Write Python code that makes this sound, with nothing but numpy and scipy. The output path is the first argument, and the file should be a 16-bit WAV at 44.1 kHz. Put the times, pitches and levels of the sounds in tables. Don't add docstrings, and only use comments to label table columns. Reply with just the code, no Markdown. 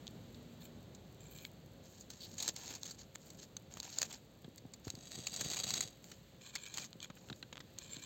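import sys
import numpy as np
from scipy.fft import rfft, irfft, next_fast_len
from scipy.io import wavfile
from scipy.ndimage import map_coordinates

SR = 44100
rng = np.random.default_rng(int(sys.argv[2]) if len(sys.argv) > 2 else 0)


def int16_out(signal):
    q = np.round(np.clip(np.atleast_2d(signal).T, -1, 1) * 32767)
    wavfile.write(sys.argv[1], SR, q.astype(np.int16))


N = 355005

# time in seconds, level in dB.
RUMBLE_LEVEL_S_DB = [(0, -50.5), (1.25, -52), (1.6, -54), (2.5, -55.5), (4.7, -56.5), (5.6, -55.5),
                     (6.3, -57), (8.05, -56.5)]
HISS_LEVEL_S_DB = [(0, -61), (1.2, -64), (4.4, -65.5), (6.2, -63), (7.3, -66.5), (8.05, -59.5)]
# time in seconds, level in dB.
HUM_LEVEL_S_DB = [(0, -67), (.3, -54), (.8, -55.5), (1.05, -73.5), (8.05, -80)]
# time in seconds, level over 5 ms in dB before SMACK_GAIN_DB,
# decay by 60 dB in seconds, body against the snap in dB.
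SMACKS = [(0.0694, -48, 0.005, -20), (0.0785, -46.5, 0.0025, -25), (0.3449, -58, 0.027, -13),
          (1.3866, -53.5, 0.0087, -17), (1.4512, -45.5, 0.0028, -20), (4.4447, -56.8, 0.018, -3.5),
          (6.6662, -53, .007, -25), (6.9302, -51.5, .0033, -11), (7.0032, -49.5, 0.013, -16),
          (7.0453, -53, .009, -3), (7.0572, -58, .007, 6), (7.0998, -51.5, 0.033, 5.5),
          (7.1667, -62, 0.039, 12), (7.2872, -56, .011, -2), (7.2997, -47, 0.019, 4),
          (7.3282, -53.5, .014, 2), (7.4265, -49, .02, 3.5), (7.5263, -47, 0.025, 0.5),
          (7.5564, -52.5, 0.0049, 0), (7.571, -51, 0.0049, 1), (7.5789, -49.5, .005, 3),
          (7.603, -48.5, 0.025, -0.5), (7.9676, -48.5, 0.0058, -14)]
# start in seconds, length in seconds,
# pulp level in dB before PULP_GAIN_DB, fizzing juice level in dB.
BITES = [(0.601, 0.057, -68, -59), (1.19, .11, -70.5, -72), (1.303, 0.15, -65.5, -57.5),
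         (6.407, 0.085, -62, -73), (6.524, 0.32, -61, -75), (7.01, 0.035, -57, -68),
         (7.773, 0.25, -62.5, -80), (8.006, 0.042, -58, -76)]
# resonance in Hz, width in Hz, level against the pulp in dB.
BEAK_MODES = [(2330, 310, -1)]
# time in seconds, level over 5 ms in dB before CRACK_GAIN_DB,
# decay by 60 dB in seconds, body against the crack in dB.
CRUMBS = [(0.9475, -53, .029, -20), (2.0087, -49.5, 0.028, -29), (2.1022, -44, 0.025, -13.5),
          (2.3809, -41, 0.034, -13), (2.4015, -35.5, 0.02, -14), (2.4246, -34.5, 0.021, -24),
          (2.4795, -30.5, .012, -13.5), (2.4894, -39, 0.014, -18), (2.5628, -38.5, 0.017, -11.5),
          (2.6795, -45.5, .005, -11), (2.7522, -43, .012, -24), (2.8327, -38, 0.0059, -17.5),
          (2.8619, -45, .025, -19), (2.9079, -43.5, 0.033, -14), (3.1522, -49.5, 0.018, -2),
          (3.1574, -44, 0.0011, -3), (3.3027, -49.5, 0.02, -13), (3.5673, -39.5, 0.014, -12),
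          (3.7395, -47.5, 0.0035, -13), (3.771, -45.5, 0.016, 1), (3.8017, -37, 0.0069, -15),
          (3.8305, -45.5, 0.0022, -10), (3.9863, -29.5, 0.0063, -18.5), (4.0174, -28.5, 0.013, -10),
          (4.0291, -29.5, 0.012, -9), (4.1171, -52, 0.0089, 11), (4.5798, -50, 0.019, -12),
          (4.7356, -47, 0.032, -10), (4.8806, -46.5, 0.004, -4), (4.9026, -37, 0.01, -13.5),
          (4.953, -47, .011, -15), (5.1185, -44.5, 0.0074, -7), (5.2688, -32.5, 0.021, -6),
          (5.3398, -40, 0.018, -16), (5.3623, -36.5, 0.017, -22), (5.4112, -39.5, 0.019, -4),
          (5.5008, -36.5, 0.02, -16), (5.5317, -38, 0.037, -9), (5.5673, -38.5, 0.04, -4),
          (5.637, -37, 0.023, -26), (5.6888, -40, 0.028, -17), (5.7054, -31.5, 0.014, -12),
          (5.7374, -30, .024, -13.5), (5.8068, -29.5, 0.019, -10), (6.0424, -51, 0.011, -7),
          (6.116, -46, 0.02, -5), (6.5526, -34.5, .031, -9.5), (6.5578, -41, 0.018, 0),
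          (6.7398, -41.5, 0.022, -8), (6.7741, -37.5, .003, -9), (6.7805, -37.5, 0.025, -3),
          (6.8434, -47, 0.0036, -5), (7.0281, -45.5, .016, -17), (7.7869, -40.5, 0.01, -25)]
# time in seconds, peak in dB, starting pitch in Hz,
# decay by 60 dB in seconds.
POPS = [(1.451, -36, 2230, 0.019), (6.5589, -33, 2150, 0.026), (6.666, -40, 2430, 0.02),
        (7.028, -35.5, 3300, 0.015), (7.046, -36, 3300, .012), (7.1008, -51, 1470, .025),
        (7.3, -34.5, 4080, 0.015), (7.328, -31, 3780, 0.013), (7.4274, -32, 4070, 0.013),
        (7.428, -47.5, 1560, 0.047)]
# start in seconds, length in seconds,
# grit level in dB before CLAW_GAIN_DB, level in dB of clods ground under the weight.
DRAGS = [(1.825, .21, -62, -81.5), (2.09, .28, -57.5, -73), (2.372, .118, -42.5, -56.5),
         (2.541, .23, -49.5, -58), (2.809, .11, -50, -68), (2.971, .04, -54, -68), (3.19, .16, -62.5, -72),
         (3.368, .07, -54.5, -73), (3.698, .1, -54.5, -63.5), (3.817, .145, -51.5, -59),
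         (3.96, .1, -46, -56), (4.085, .07, -50, -55), (4.834, .065, -55, -59.5), (6.02, .13, -63, -77),
         (6.736, .108, -49, -55.5), (7.137, .26, -66, -75)]
# start in seconds, length in seconds, level in dB.
RASPS = [(2.203, 0.052, -43.5)]
# time in seconds, level in dB before GULP_GAIN_DB.
GULPS = [(4.447, -43.5), (4.480, -41.5), (4.652, -41), (4.870, -34), (4.938, -41.5), (4.974, -45),
         (5.178, -42.5), (5.189, -41), (6.955, -46.5), (7.1, -43), (7.302, -41), (7.316, -39.5),
         (7.43, -47.5), (7.968, -44)]
# time in seconds, level in dB before its layers are mixed.
SLIDE_LEVEL_S_DB = [(4.9, -70), (5.12, -51.5), (5.32, -49), (5.4, -40.5), (5.63, -43), (5.72, -40.5),
                    (5.85, -44.5), (5.92, -65.5), (5.98, -75)]
# resonance in Hz, width in Hz, relative level in dB.
CLOD_MODES = [(715, 81, 2), (1200, 110, -9), (1870, 84, -3), (2650, 150, -12), (3370, 110, -0.5),
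              (3870, 98, 4.5), (4655, 66, 2), (5800, 120, -5), (6540, 98, -15), (6660, 180, 4),
              (7670, 130, -5), (8100, 120, -8)]

# frequency in Hz, relative level in dB per Hz.
RUMBLE_HZ_DB = [(28, -45), (40, -32), (52, 2), (64, -3.5), (100, 2.5), (170, 3), (260, -3), (400, -6.5),
                (600, -9.5), (1000, -20), (2000, -28), (5000, -67)]
HISS_HZ_DB = [(200, -13), (900, 1), (2300, 4.5), (4000, 8), (6500, 2.5), (8200, -6), (12000, -4.5),
              (16000, -7.5)]
TICK_HZ_DB = [(1500, -14), (4000, -3), (7000, 0), (15000, -1)]
SNAP_HZ_DB = [(1200, -41), (2400, -6.5), (3300, 11.5), (4300, 10), (6500, 5.5), (8500, -13), (15000, -21)]
MOUTH_HZ_DB = [(200, -1.5), (800, -7.5), (1500, -2), (2300, -7.5), (3200, -7), (6000, -44)]
PULP_HZ_DB = [(500, -6.5), (1300, -7.5), (2200, -5.5), (3100, 0), (4200, 2), (6700, 0.5), (8500, -12),
              (12000, -17), (15500, -18.5)]
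FIZZ_HZ_DB = [(3000, -25), (7000, -7), (13000, 0)]
CRACK_HZ_DB = [(1500, -20), (3000, -10.5), (4200, 6.5), (5500, 4.5), (6700, 7.5), (8200, -6), (12000, -18),
               (16000, -12.5)]
CRUMB_BODY_HZ_DB = [(100, -13), (350, -4.5), (750, -1.5), (1400, 0.5), (2300, 4), (3400, 5.5),
                    (6000, -24.5)]
SOIL_HZ_DB = [(60, -45.5), (200, 5), (700, -12), (1200, -12.5), (2800, -10), (3700, -1), (4500, 4.5),
              (5400, 4), (6600, 1), (7600, -6), (8600, -39), (12000, -20), (15500, -25.5)]
GROUND_HZ_DB = [(300, -19.5), (750, 4), (1300, -3), (2600, 2), (5000, -14.5)]
DUST_HZ_DB = [(3000, -25), (7000, 8), (13000, -1)]
RASP_HZ_DB = [(1800, -30), (3100, -1.5), (4400, 8), (8000, -14.5)]
SHELL_HZ_DB = [(60, -25), (200, -8.5), (700, -6.5), (1100, -12), (2800, -5), (3400, -4), (4600, 1),
               (5500, 0), (6500, 2), (7100, -10), (7550, -3.5), (8600, -9.5), (12000, -17), (15000, -18)]
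# frequency in Hz, gain in dB.
MIC_HZ_DB = [(30, -17), (46, -4.5), (4650, -4.5), (4850, -12), (5850, -12), (6200, -6), (6700, -3),
             (7100, -3), (7550, 1.5), (7850, -3), (8400, -4.5), (8750, -18.5), (10300, -23.5),
             (11350, -24.5), (11650, -6.5), (15500, -2.5)]

MIC_TOP_HZ = 15950
SMACK_GAIN_DB, PULP_GAIN_DB, CRACK_GAIN_DB, CLAW_GAIN_DB, GULP_GAIN_DB = 5.5, 9.0, 3.5, 2.5, 4.0
BITE_ATTACK_S, BITE_RELEASE_S = 0.013, 0.017
DRAG_ATTACK_S, DRAG_RELEASE_S = 0.018, 0.015
RASP_ATTACK_S, RASP_RELEASE_S = 0.0056, 0.0086
SMALL_CRUMB_DB, SMALL_SCATTER_DB, SMALL_T60_S, SMALL_BODY_DB = -0.5, 3.5, 0.025, -9.5
DUST_DB, DUST_GROWTH_DB_PER_DB, DUST_SETTLE_S = -65.5, 0.22, 0.06


def amp(db):
    return 10 ** (np.asarray(db) / 20)


def unit(x):
    return x / np.sqrt(np.mean(x ** 2) + 1e-20)


def along(points, hz):
    f, db = np.transpose(points)
    return np.interp(np.log(hz + 1), np.log(f + 1), db)


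def level(rows, outside_db=None):
    s, db = np.transpose(rows)
    return amp(np.interp(np.arange(N) / SR, s, db, left=outside_db, right=outside_db))


def wobble(knots_hz):
    knots = rng.standard_normal(int(N * knots_hz / SR) + 4)
    return map_coordinates(knots, [np.arange(N) * knots_hz / SR])


def strokes(rows, attack_s, release_s):
    t, gain = np.arange(N) / SR, np.zeros(N)
    for start_s, length_s, db in rows:
        rise = np.clip((t - start_s) / attack_s, 0, 1)
        fall = np.exp(-np.maximum(t - start_s - length_s, 0) / release_s)
        gain = np.maximum(gain, amp(db) * rise * fall)
    return gain


def coloured(x, points, ripple_db=0, order=70):
    m = 2 * next_fast_len(len(x) // 2 + 1024)
    cepstrum = irfft(np.log(amp(along(points, np.fft.rfftfreq(m, 1 / SR)))), m)
    cepstrum[1:m // 2] *= 2
    cepstrum[m // 2 + 1:] = 0
    ripple = np.log(amp(ripple_db)) * np.sqrt(2 / order)
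    cepstrum[1:order + 1] += ripple * rng.standard_normal(order)
    return irfft(rfft(x, m) * np.exp(rfft(cepstrum)), m)[:len(x)]


def resonate(x, modes):
    m = next_fast_len(N + SR // 4)
    f = np.fft.rfftfreq(m, 1 / SR)
    response = np.zeros(len(f), complex)
    for hz, width_hz, db in modes:
        damping = 1j * f * width_hz
        response += amp(db) * damping / (hz * hz - f * f + damping)
    return irfft(rfft(x, m) * response, m)[:N]


def grains(spectrum, rate_hz, spread_db, ripple_db, spots):
    out = np.zeros(N)
    for _ in range(spots):
        hit = rng.random(N) < rate_hz / spots / SR
        size = amp(spread_db * np.clip(rng.standard_normal(N), -2, 2))
        fractures = hit * size * rng.choice([-1, 1], N)
        out += unit(coloured(fractures, spectrum, ripple_db)) * amp(3.5 * wobble(45))
    return unit(out)


def clicks(rows, bright, body, ripple_db):
    out, t = np.zeros(N + SR), np.arange(SR // 16) / SR
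    for s, db, t60_s, body_db in rows:
        t60_s = max(t60_s, 0.001)
        crumble = np.clip((t60_s - 0.009) / 0.014, 0, 1)
        swell = 1 - np.exp(-t / (0.0001 + 0.05 * t60_s * crumble))
        tail = amp(-27 - 60 * t / 0.05)
        run = swell * amp(-60 * t / t60_s) + tail
        breaks = 0.25 * run * rng.standard_normal(len(t)) * (rng.random(len(t)) < 0.35)
        breaks[0] = rng.choice([-1, 1]) * (1 - crumble)
        high = unit(coloured(breaks, bright, ripple_db, order=30))
        low = unit(coloured(breaks, body, ripple_db, order=30))
        click = high + amp(body_db) * low
        out[round(s * SR):][:len(t)] += amp(db) * click / np.std(click[t < 0.005])
    return out[:N]


def outdoors():
    rumble = unit(coloured(rng.standard_normal(N), RUMBLE_HZ_DB)) * amp(0.85 * wobble(11))
    hiss = unit(coloured(rng.standard_normal(N), HISS_HZ_DB))
    return level(RUMBLE_LEVEL_S_DB) * rumble + level(HISS_LEVEL_S_DB) * hiss


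def wavering_tone(hz, waver_hz):
    phase = 2 * np.pi * np.cumsum(hz + waver_hz * wobble(12)) / SR
    return np.sin(phase) * amp(2.5 * wobble(10))


def hum():
    low = level(HUM_LEVEL_S_DB, outside_db=-120) * wavering_tone(238, waver_hz=3.52)
    return low + amp(-69.0) * wavering_tone(530, waver_hz=11.78)


def ticks():
    return amp(-72.0) * grains(TICK_HZ_DB, rate_hz=60, spread_db=6, ripple_db=2, spots=2)


def smacks():
    return amp(SMACK_GAIN_DB) * clicks(SMACKS, SNAP_HZ_DB, MOUTH_HZ_DB, ripple_db=1.8)


def bites():
    squeeze = strokes([(s, length, db) for s, length, db, _ in BITES], BITE_ATTACK_S, BITE_RELEASE_S)
    juice = strokes([(s, length, db) for s, length, _, db in BITES], BITE_ATTACK_S, BITE_RELEASE_S)
    pulp = squeeze * grains(PULP_HZ_DB, rate_hz=1500, spread_db=7.0, ripple_db=7.0, spots=6)
    fizz = juice * grains(FIZZ_HZ_DB, rate_hz=800, spread_db=3, ripple_db=1, spots=1)
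    return amp(PULP_GAIN_DB) * (pulp + resonate(pulp, BEAK_MODES)) + fizz


def drag_level():
    return strokes([(s, length, db) for s, length, db, _ in DRAGS], DRAG_ATTACK_S, DRAG_RELEASE_S)


def slide_level():
    return level(SLIDE_LEVEL_S_DB, outside_db=-120)


def small_crumbs(scrape, count=36):
    chance = np.cumsum(np.sqrt(scrape))
    share = (np.arange(count) + rng.random(count)) / count
    rows = []
    for i in np.searchsorted(chance, chance[-1] * share):
        size, life = rng.standard_normal(2)
        db = 20 * np.log10(scrape[i]) + SMALL_CRUMB_DB + SMALL_SCATTER_DB * size
        rows.append((i / SR, db, SMALL_T60_S * np.exp(0.5 * life), SMALL_BODY_DB))
    return rows


def cracks():
    rows = list(CRUMBS) + small_crumbs(drag_level() + slide_level())
    return amp(CRACK_GAIN_DB) * clicks(rows, CRACK_HZ_DB, CRUMB_BODY_HZ_DB, ripple_db=2.5)


def pops(rise=0.031):
    out, t = np.zeros(N + SR), np.arange(SR // 20) / SR
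    for s, db, hz, t60_s in POPS:
        pitch_hz = hz * (1 + rise * np.minimum(t / t60_s, 1))
        phase = 2 * np.pi * np.cumsum(pitch_hz) / SR
        out[round(s * SR):][:len(t)] += amp(db - 60 * t / t60_s) * np.sin(phase)
    return out[:N]


def slips(knots_hz):
    return amp(2.8 * wobble(knots_hz))


def drags():
    weight = strokes([(s, length, db) for s, length, _, db in DRAGS], DRAG_ATTACK_S, DRAG_RELEASE_S)
    grit = grains(SOIL_HZ_DB, rate_hz=2000, spread_db=4.5, ripple_db=4.5, spots=6)
    claws = drag_level() * unit(grit * slips(140))
    ground = weight * grains(GROUND_HZ_DB, rate_hz=800, spread_db=5, ripple_db=3, spots=2)
    return amp(CLAW_GAIN_DB) * claws + ground


def dust():
    rows = [(s, length, DUST_GROWTH_DB_PER_DB * (db + 50)) for s, length, db, _ in DRAGS]
    stirred = strokes(rows, DRAG_ATTACK_S, DUST_SETTLE_S)
    return amp(DUST_DB) * stirred * grains(DUST_HZ_DB, rate_hz=1000, spread_db=3, ripple_db=3, spots=1)


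def rasp():
    rub = strokes(RASPS, RASP_ATTACK_S, RASP_RELEASE_S)
    return rub * grains(RASP_HZ_DB, rate_hz=2400, spread_db=0, ripple_db=1.5, spots=1)


def gulps(start_hz=420, end_hz=100, glide_s=0.0036, t60_s=0.069, attack_s=0.00041):
    out, t = np.zeros(N + SR), np.arange(SR // 10) / SR
    envelope = np.exp(-np.log(1000) * t / t60_s) * (1 - np.exp(-t / attack_s))
    for s, db in GULPS:
        scatter = np.exp(0.12 * rng.standard_normal())
        hz = (end_hz + (start_hz - end_hz) * np.exp(-t / glide_s)) * scatter
        tone = np.sin(2 * np.pi * np.cumsum(hz) / SR)
        noise = unit(coloured(rng.standard_normal(len(t)), RUMBLE_HZ_DB))
        out[round(s * SR):][:len(t)] += amp(db + GULP_GAIN_DB) * (tone + 0.33 * noise) * envelope
    return out[:N]


def shell():
    grit = grains(SHELL_HZ_DB, rate_hz=2400, spread_db=6.5, ripple_db=3.0, spots=5)
    grit = unit(grit * slips(110))
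    ring = unit(resonate(grit, CLOD_MODES))
    thud = grains(RUMBLE_HZ_DB, rate_hz=200, spread_db=4.5, ripple_db=0.5, spots=2)
    return slide_level() * (amp(0.5) * grit + amp(-3.0) * ring + amp(-10.5) * thud)


def scene():
    background = outdoors() + hum() + ticks()
    eating = smacks() + bites() + pops() + gulps()
    soil = cracks() + drags() + dust() + rasp() + shell()
    return (background + eating + soil)[None]


def record(dry):
    m = next_fast_len(N + SR // 2)
    hz = np.fft.rfftfreq(m, 1 / SR)
    response = amp(along(MIC_HZ_DB, hz)) * (hz < MIC_TOP_HZ)
    return irfft(rfft(dry, m) * response, m)[:, :N]


dry = scene()
out = record(dry)
int16_out(out)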